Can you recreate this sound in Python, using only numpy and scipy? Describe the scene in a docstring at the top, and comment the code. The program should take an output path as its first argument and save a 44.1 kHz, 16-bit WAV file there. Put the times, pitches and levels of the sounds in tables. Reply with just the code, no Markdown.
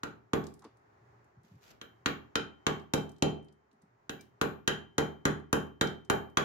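"""A clank and a low thump come first: a hammer taps a steel chisel into the crust on a rusty iron plate.
The plate lies on a wooden bench in a small room. Fading sine waves make the clank, rings and low thump,
and short noise bursts make the cracking crust and the ticks of its landing chips.
Between bursts of blows the plate knocks softly on the bench and the blade scrapes and clinks.
A quiet floor of air noise with a faint, wavering hum runs underneath."""
import sys
import numpy as np
from scipy import signal
from scipy.fft import rfft, irfft
from scipy.io import wavfile
from scipy.ndimage import uniform_filter1d

SR = 44100
rng = np.random.default_rng(int(sys.argv[2]) if len(sys.argv) > 2 else 0)


def generate_wav(signal):
    """Clip the signal to [-1, 1] and save it as 16-bit WAV at the path in sys.argv[1]."""
    frames = np.transpose(np.atleast_2d(signal))
    scaled = np.clip(frames, -1, 1) * 32767
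    pcm = np.round(scaled).astype(np.int16)
    wavfile.write(sys.argv[1], SR, pcm)


N = 284004

# In all tables, fade/s is the time a sound takes to drop by 60 dB.
# Air noise, relative spectrum: f/Hz, density/dB per Hz
AIR_COLOUR = [(15, -73), (30, -23), (85, -21), (150, -24), (330, -23), (410, -15.5), (460, -25.5),
              (800, -20), (1900, -30), (3300, -47.5), (7000, -49), (8500, -65), (16400, -60)]
# Air noise before its small swells: t/s, level/dB
AIR_LEVEL = [(0, -69), (2, -66), (3.6, -70), (6.44, -70)]
# The hum comes and goes: t/s, level/dB
HUM_LEVEL = [(0, -68), (.6, -79), (1.05, -64.5), (1.3, -78.5), (1.8, -71), (2, -65.5), (3.5, -99.5),
             (3.95, -73.5), (4.3, -70), (6.44, -71.5)]
# Likeness of left and right noise: f/Hz, likeness (1 same, 0 unrelated, -1 opposite)
LIKENESS = [(60, .87), (130, 0.53), (290, 1), (640, -0.46), (1400, -0.18), (3000, 0.008)]
# How long the room rings: f/Hz, fade/s
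ROOM_FADE = [(300, 0.52), (1100, 0.32), (2900, 0.33), (5000, 0.26), (7700, 0.25), (14000, 0.23)]
# Room sound against the direct sound: f/Hz, level/dB
ROOM_COLOUR = [(400, 9), (1000, -0.5), (3000, -6), (8000, -11), (14000, -7)]
# Stroke of the blade over the crust, before the grit: t/s, level/dB
SCRAPE_LEVEL = [(1.42, -115), (1.44, -75.5), (1.601, -83), (1.631, -65.5), (1.698, -65), (1.714, -58),
                (1.735, -93), (1.8, -82.5)]
# Scrape noise, relative spectrum: f/Hz, density/dB per Hz
SCRAPE_COLOUR = [(880, 7.5), (1500, 10.5), (7090, 5.5), (9020, -9.5), (13200, 2), (16400, -17)]
# The plate knocks on the bench as it is shifted: t/s, level before the soft onset/dB, centre f/Hz
PLATE_KNOCKS = [(.617, -51.5, 1030), (.638, -51, 1010), (.646, -44.5, 330), (1.364, -52, 122),
                (1.392, -60, 165), (1.433, -55.5, 190), (1.509, -46.5, 129), (1.536, -46, 136),
                (3.722, -61.5, 192.7), (3.82, -55.5, 188)]
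# The blade rebounds lightly off the plate: f/Hz, level/dB, fade/s
CLINK_TONES = [(2330, -40, .08), (5000, -52, .08), (3900, -55, .07), (6100, -55, .06)]
# Chips of crust and rebounds of the blade: t/s, level before panning and onset/dB, centre f/Hz
CHIP_TICKS = [(.4398, -53, 4760), (.4676, -49, 5400), (.539, -58, 6900), (.5926, -61, 6530),
              (.621, -63, 4700), (.6425, -61, 5500), (.648, -55.5, 3500), (.7706, -73, 6700),
              (1.4331, -72, 6800), (2.797, -60, 3980), (2.9781, -47, 3850), (3.0925, -57, 5500),
              (3.117, -63, 7040), (3.1632, -66, 4300), (3.1833, -66, 5400), (3.4458, -71, 7000),
              (3.4844, -67, 3574), (3.525, -70.5, 6470), (3.714, -72, 3900), (3.82, -69.5, 6300),
              (4.2092, -53, 4400), (4.211, -58, 10500), (5.8726, -40, 3440), (6.049, -64.5, 5100)]
# Low modes of bench and room, relative levels: f/Hz, level/dB, fade/s
LOW_MODES = [(76, -15, .8), (114, -8, .42), (151.5, 2, .46), (194, 2, .27), (231, -5, .42), (269, -2, .4),
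             (290, 3, .38), (332, -1, .27), (365, 1, .22), (403, 4, .3), (453, 8, .22), (485, 0, .22),
             (537, 4, .14), (580, -2, .25)]
# Dull knock of the bench top, against the thump: f/Hz, level/dB, fade/s
BENCH_THUD = [(399.8, -8.5, 0.03), (215, -17.5, 0.056), (646, -11, 0.009)]
# Plate and blade, damped by glove and crust, relative levels: f/Hz, width/Hz, level/dB
STEEL_MODES = [(833, 105, 13.5), (1157, 101.4, 6.5), (1370, 169, 7), (1470, 130, -0.5), (1638, 124, 0.5),
               (1890, 160, -1.5), (2340, 83, -7.5), (2820, 150, -6.5), (3206, 100, -4.5), (3920, 140, 0.5),
               (4950, 200, -12), (6197, 110, 0.5), (7050, 230, 10), (9700, 120, -20.5), (11100, 250, -21.5),
               (14400, 400, -25)]
# Breaking crust, relative spectrum: f/Hz, density/dB per Hz
CRACK_COLOUR = [(450, -20), (650, -1.5), (1500, 2), (2500, 6.5), (3500, 5.5), (5000, 0), (7000, 7.5),
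                (8300, -6), (10500, 3), (16000, -11)]
# Long rings, against the ring levels of each blow: f/Hz, level/dB, fade/s
HAMMER_TONES = [(3111, 1.5, .45)]
CHISEL_TONES = [(9400, -4, .2), (10700, -3, .2), (12966, 1, .38), (15138, 0, .27)]
# Centres of body, clank, snap and tick: f/Hz
BLOW_BANDS_HZ = (800, 1400, 4000, 11000)
# Every blow: t/s, then level/dB of bench thump, plate clank, steel-on-steel snap, treble tick,
# hammer ring and chisel ring, then the pitch the plate favours f/Hz
BLOWS = [(.033, -32.5, -31, -34.5, -43, -78, -80, 1370), (.333, -19, -25.5, -28, -39, -75, -66, 1140),
         (1.8136, -45.5, -40, -40.5, -56, -61.5, -77, 3200), (2.059, -25, -21, -19, -37.5, -63, -62, 2850),
         (2.355, -26, -24, -18.5, -36.5, -41.5, -78.5, 1380), (2.666, -22, -21.5, -20, -36, -49, -68, 1210),
         (2.936, -19.5, -29, -21.5, -28.5, -45.5, -60.5, 1450),
         (3.223, -16.5, -28, -20.5, -33.5, -40, -73.5, 2340),
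         (4.094, -33.5, -36.5, -31.5, -46, -58, -65, 1577),
         (4.413, -21, -22.5, -25.5, -32.5, -56.5, -61, 1234), (4.676, -23.5, -20, -19, -29, -38, -67, 1704),
         (4.981, -19.5, -22, -23.5, -30, -42.5, -68, 1790),
         (5.253, -18.5, -19, -24, -28.5, -47.5, -67, 1764),
         (5.528, -18.5, -21, -26, -25.5, -43, -64.5, 1050), (5.811, -19, -19, -21, -29.5, -39, -65, 1750),
         (6.099, -20.5, -18, -25, -28, -42.5, -58.5, 776), (6.371, -23, -17.5, -20, -31, -48, -63, 1160)]

HUM_HZ, HUM_WIDTH_HZ = 116, 7
CLINK_S = 4.188
CRUMBS, CRUMB_DB, CRUMB_HZ = 14, -76, (4000, 7200)  # faint crumbs: count, middle level, pitch range
CHIP_PAN_DB = 4  # typical left-right level difference
BLOOM_DB, BLOOM_HZ, BLOOM_RISE_S, BLOOM_T60_S = -16, 330, 0.008, 0.32  # level is against the thump
# Flutter echo between two walls: spacing, first level against the thump, loss a trip, pulse width
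FLUTTER_S, FLUTTER_DB, FLUTTER_LOSS_DB, KNOCK_S = 0.024, -2.5, 3.5, 0.0007
BOOM_TOP_HZ = 220  # modes below are the room's
FIRM_THUMP_DB, BOOM_DB, BOOM_DB_PER_DB = -18, -27.5, 1.35  # room boom grows faster than the thump
BODY_DB = -15  # plate body, against the thump
FAVOUR_DB, FAVOUR_OCTAVES = 6, .15  # the seat of the blade lifts plate modes near one pitch
EDGE_HZ = 16500  # top of the band


def gain_of(db):
    """Turn decibels into a plain multiplier."""
    return 10 ** (np.asarray(db) / 20)


def evened(x):
    """Scale a sound to an average (rms) level of 1."""
    return x / np.sqrt(np.mean(x ** 2) + 1e-20)


def read(points, hz):
    """Read a table at any pitch, along a logarithmic pitch scale."""
    f, value = np.transpose(points)
    return np.interp(np.log(hz + 1), np.log(f + 1), value)


def panned(db):
    """Left and right gains that differ by the given decibels."""
    return gain_of(np.array([[db], [-db]]) / 2)


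def add(mix, s, sound):
    """Mix in a sound at a given second, cut off at the end of the scene."""
    part = mix[:, round(s * SR):][:, :sound.shape[1]]
    part += sound[:, :part.shape[1]]


def fading_tone(t, hz, db, t60, turns=0):
    """A sine wave that loses 60 dB in t60 seconds; turns shifts its start, in cycles."""
    return gain_of(db - 60 * t / t60) * np.sin(2 * np.pi * (hz * t) + 2 * np.pi * turns)


def onset(t, rise):
    """A smooth start, most of the way up after rise seconds."""
    return 1 - np.exp(-t / rise)


def coloured(points, size):
    """Two-channel noise of a given spectrum, with a left-right likeness that depends on pitch."""
    hz = np.fft.rfftfreq(size, 1 / SR)
    left, other = rfft(rng.standard_normal((2, size)))
    same = np.clip(read(LIKENESS, hz), -1, 1)
    right = same * left + np.sqrt(1 - same ** 2) * other
    return evened(irfft(np.array([left, right]) * gain_of(read(points, hz)), size))


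def puffs(events, spread, t60, rise):
    """Each contact is a short fading puff of noise around its own centre pitch."""
    out, t = np.zeros((2, N)), np.arange(SR // 3) / SR
    noises = rng.standard_normal((len(events), 2, len(t)))
    for (s, db, hz, *pan_db), noise in zip(events, noises):
        edges = [hz / spread, min(hz * spread, 18000)]
        band = signal.butter(2, edges, "bandpass", fs=SR, output="sos")
        noise = noise if pan_db else noise[[0, 0]]  # without a pan, both sides hear the same noise
        puff = evened(signal.sosfilt(band, noise)) * gain_of(db - 60 * t / t60) * onset(t, rise)
        add(out, s, panned(sum(pan_db)) * puff)
    return out


def floor():
    """Distant air noise that swells a little, and a wavering hum of narrow-band noise."""
    t = np.arange(N) / SR
    swell = evened(sum(np.sin(2 * np.pi * (f * t + rng.random())) / np.sqrt(f)
                       for f in np.geomspace(.5, 12, 16)))
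    edges = [HUM_HZ - HUM_WIDTH_HZ / 2, HUM_HZ + HUM_WIDTH_HZ / 2]
    band = signal.butter(1, edges, "bandpass", fs=SR, output="sos")
    hum = evened(signal.sosfilt(band, rng.standard_normal(N)))
    hum = hum * gain_of(np.interp(t, *np.transpose(HUM_LEVEL)))
    air_db = np.interp(t, *np.transpose(AIR_LEVEL)) + 1.1 * swell
    return coloured(AIR_COLOUR, N) * gain_of(air_db) + hum


def room(x):
    """Sparse echoes of random sign, one in every 20 samples, each band dying at its own speed."""
    taps = np.zeros((2, SR))
    at = np.arange(160, SR - 20, 20)
    at = at + rng.integers(0, 20, (2, len(at)))
    np.put_along_axis(taps, at, rng.choice([-1., 1.], at.shape), 1)
    hz, t, bands = signal.stft(taps, SR, nperseg=256)
    bands = bands * gain_of(-60 * t / read(ROOM_FADE, hz)[:, None])
    plain = signal.istft(bands, SR, nperseg=256)[1]
    tail = signal.istft(bands * gain_of(read(ROOM_COLOUR, hz))[:, None], SR, nperseg=256)[1]
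    # the uncoloured left tail sets the scale
    return signal.fftconvolve(x, tail / np.linalg.norm(plain[0]), axes=1)[:, :N]


def scrape():
    """The blade drags over the crust: noise with a gritty, jumpy level under the stroke."""
    s, db = np.transpose(SCRAPE_LEVEL)
    t = np.arange(s[0], s[-1], 1 / SR)
    grit_db = 3 * evened(uniform_filter1d(rng.standard_normal(len(t)), 60))
    stroke = gain_of(np.interp(t, s, db) + grit_db) * signal.windows.tukey(len(t), .1)
    out = np.zeros((2, N))
    add(out, s[0], coloured(SCRAPE_COLOUR, len(t)) * stroke)
    return out


def knocks():
    """The plate meets the bench in soft, dull noise puffs."""
    return puffs(PLATE_KNOCKS, spread=1.29, t60=0.14, rise=0.0067)


def clink():
    """A light touch of steel: a few short tones with a soft start."""
    out, t = np.zeros((2, N)), np.arange(SR // 4) / SR
    ring = sum(fading_tone(t, *tone) for tone in CLINK_TONES)
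    add(out, CLINK_S, (ring * onset(t, .015) ** 2)[None])
    return out


def chips():
    """Bright noise ticks scattered left and right, plus faint crumbs at chance moments."""
    when, size, pitch = rng.random((CRUMBS, 3)).T
    crumb_db = CRUMB_DB + 6 * (size - .5)
    crumbs = np.transpose([when * N / SR, crumb_db, np.interp(pitch, (0, 1), CRUMB_HZ)])
    ticks = np.vstack([CHIP_TICKS, crumbs])
    pan_db = CHIP_PAN_DB * rng.standard_normal((len(ticks), 1))
    return puffs(np.hstack([ticks, pan_db]), spread=1.6, t60=.03, rise=.0002)


def bloom():
    """The bench rumbles roughly just after each blow: a longer, low puff of noise."""
    rumbles = [(s, bench_db + BLOOM_DB, BLOOM_HZ) for s, bench_db, *_ in BLOWS]
    return puffs(rumbles, spread=1.64, t60=BLOOM_T60_S, rise=BLOOM_RISE_S)


def flutter():
    """One low push and pull, coming back weaker and weaker between two walls."""
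    t, trip = np.arange(SR // 4) / SR, np.arange(8)[:, None]
    u = (t - .0042 - FLUTTER_S * trip) / KNOCK_S  # time from each pulse centre, in pulse widths
    pulses = -gain_of(FLUTTER_DB - FLUTTER_LOSS_DB * trip) * u * np.exp((1 - u ** 2) / 2)
    return pulses.sum(0)[None]


def thump(deep, scatter_db):
    """Low modes of the room (deep) or bench swing nearly in step about 5 ms after the blow, then fade."""
    t = np.arange(SR * 3 // 4) / SR
    modes = [mode + ((-1) ** k,) for k, mode in enumerate(LOW_MODES)]
    hz, db, t60, side = np.array(modes).T[:, :, None]
    apart = (-.00005 + .00014 * side) * np.array([1, -1])[:, None, None]  # s, opposite shifts left and right
    ring = -gain_of(db - 60 * t / t60) * np.sin(2 * np.pi * hz * (t - .005 + apart))
    ring = ring * ((hz < BOOM_TOP_HZ) == deep)
    ring = ring * onset(t, .005)  # the room fills over some ms
    return np.einsum("bm,cmt->bct", gain_of(scatter_db), ring) / abs(ring.sum(1)).max()


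def thud(t):
    """The bench top answers with a dull knock of a few short tones."""
    return sum(fading_tone(t, *tone) for tone in BENCH_THUD)[None] * onset(t, 0.00084)


def clank(t, colour, favoured_hz, paths, chance):
    """Plate and blade ring in damped modes, seated a little differently at each blow."""
    hz, width, db = np.transpose(STEEL_MODES)[:, :, None]
    level, tune, turn = chance
    lift_db = FAVOUR_DB * np.exp(-(np.log2(hz / favoured_hz) / FAVOUR_OCTAVES) ** 2)
    strength = gain_of(db + read(colour, hz) + lift_db + 1.5 * level)
    seated_hz = hz * (1 + .015 * tune)
    swing = np.sin(2 * np.pi * (seated_hz * t + paths + 0.14 * turn))
    modes = strength * np.exp(-np.pi * width * t) * swing
    return modes.sum(1) * onset(t, .0006)


def crack(t, colour):
    """Crust breaks under the edge: a very short burst of coloured noise."""
    hz = np.fft.rfftfreq(len(t), 1 / SR)
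    noise = rfft(rng.standard_normal((2, len(t))))
    return irfft(noise * gain_of(read(CRACK_COLOUR, hz) + read(colour, hz))) * np.exp(-t / 0.0052)


def long_ring(tones, tone_db):
    """Hammer or chisel sings on in fading sine tones, the right side .3 radian ahead."""
    t = np.arange(SR * 3 // 4) / SR
    turns = np.array([[0], [.3]]) / (2 * np.pi)
    return sum(fading_tone(t, hz, db + held_db, t60, turns)
               for (hz, db, t60), held_db in zip(tones, tone_db))


def blows():
    """Each blow drives the clank of the steel, its long rings and the low thump."""
    steel, rings, low = np.zeros((3, 2, N))
    scatter_db = 2.5 * rng.standard_normal((len(BLOWS), len(LOW_MODES)))  # no two load the bench alike
    benches, booms = thump(False, scatter_db), thump(True, scatter_db)
    t = np.arange(4096) / SR
    count = len(STEEL_MODES)
    # cycles: modes take turns in leading on the left or the right
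    lead = 0.16 * np.array([1, -1])[:, None, None] * (-1) ** np.arange(count)[:, None]
    paths = rng.random((count, 1)) + lead
    knock, echoes = thud(t), flutter()
    for row, bench, boom in zip(BLOWS, benches, booms):
        s, bench_db, clank_db, snap_db, tick_db, hammer_db, chisel_db, favoured_hz = row
        boom_db = BOOM_DB + BOOM_DB_PER_DB * (bench_db - FIRM_THUMP_DB)
        add(steel, s, gain_of(bench_db) * knock)
        add(low, s, gain_of(bench_db) * echoes)
        add(low, s, gain_of(bench_db) * panned(-2.5) * bench + gain_of(boom_db) * boom)
        colour = list(zip(BLOW_BANDS_HZ, (bench_db + BODY_DB, clank_db, snap_db, tick_db)))
        chance = rng.standard_normal((3, count, 1))
        hit = clank(t, colour, favoured_hz, paths, chance) + crack(t, colour)
        add(steel, s, panned(0.46) * hit * onset(t, 0.0005))
        grip_db = 3 * rng.standard_normal(len(CHISEL_TONES))  # the fingers damp the shank unevenly
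        add(rings, s, long_ring(HAMMER_TONES, [hammer_db]))
        add(rings, s, long_ring(CHISEL_TONES, chisel_db + grip_db))
    return steel, rings, low


def scene():
    """Mix the direct sounds with the room's answer to the steel, scrape, rings and chips."""
    steel, rings, low = blows()
    ticks, near = chips(), steel + scrape()
    far_rings = gain_of(-8) * rings  # a thin ring carries little into the room
    echo = room(near + far_rings + gain_of(1.5) * ticks)
    direct = near + rings + ticks
    return direct + echo + low + clink() + bloom() + knocks() + floor()


def record(dry):
    """Small microphones lose the deep bass, the input rounds the highest peaks; then the band limit."""
    thin = signal.sosfilt(signal.butter(4, 58, "highpass", fs=SR, output="sos"), dry)
    rounded = .29 * np.tanh(thin / .29)
    band_limit = signal.firwin(511, EDGE_HZ, window=("kaiser", 9), fs=SR)
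    return signal.oaconvolve(rounded, band_limit[None], "same")


dry = scene()
out = record(dry)
generate_wav(out)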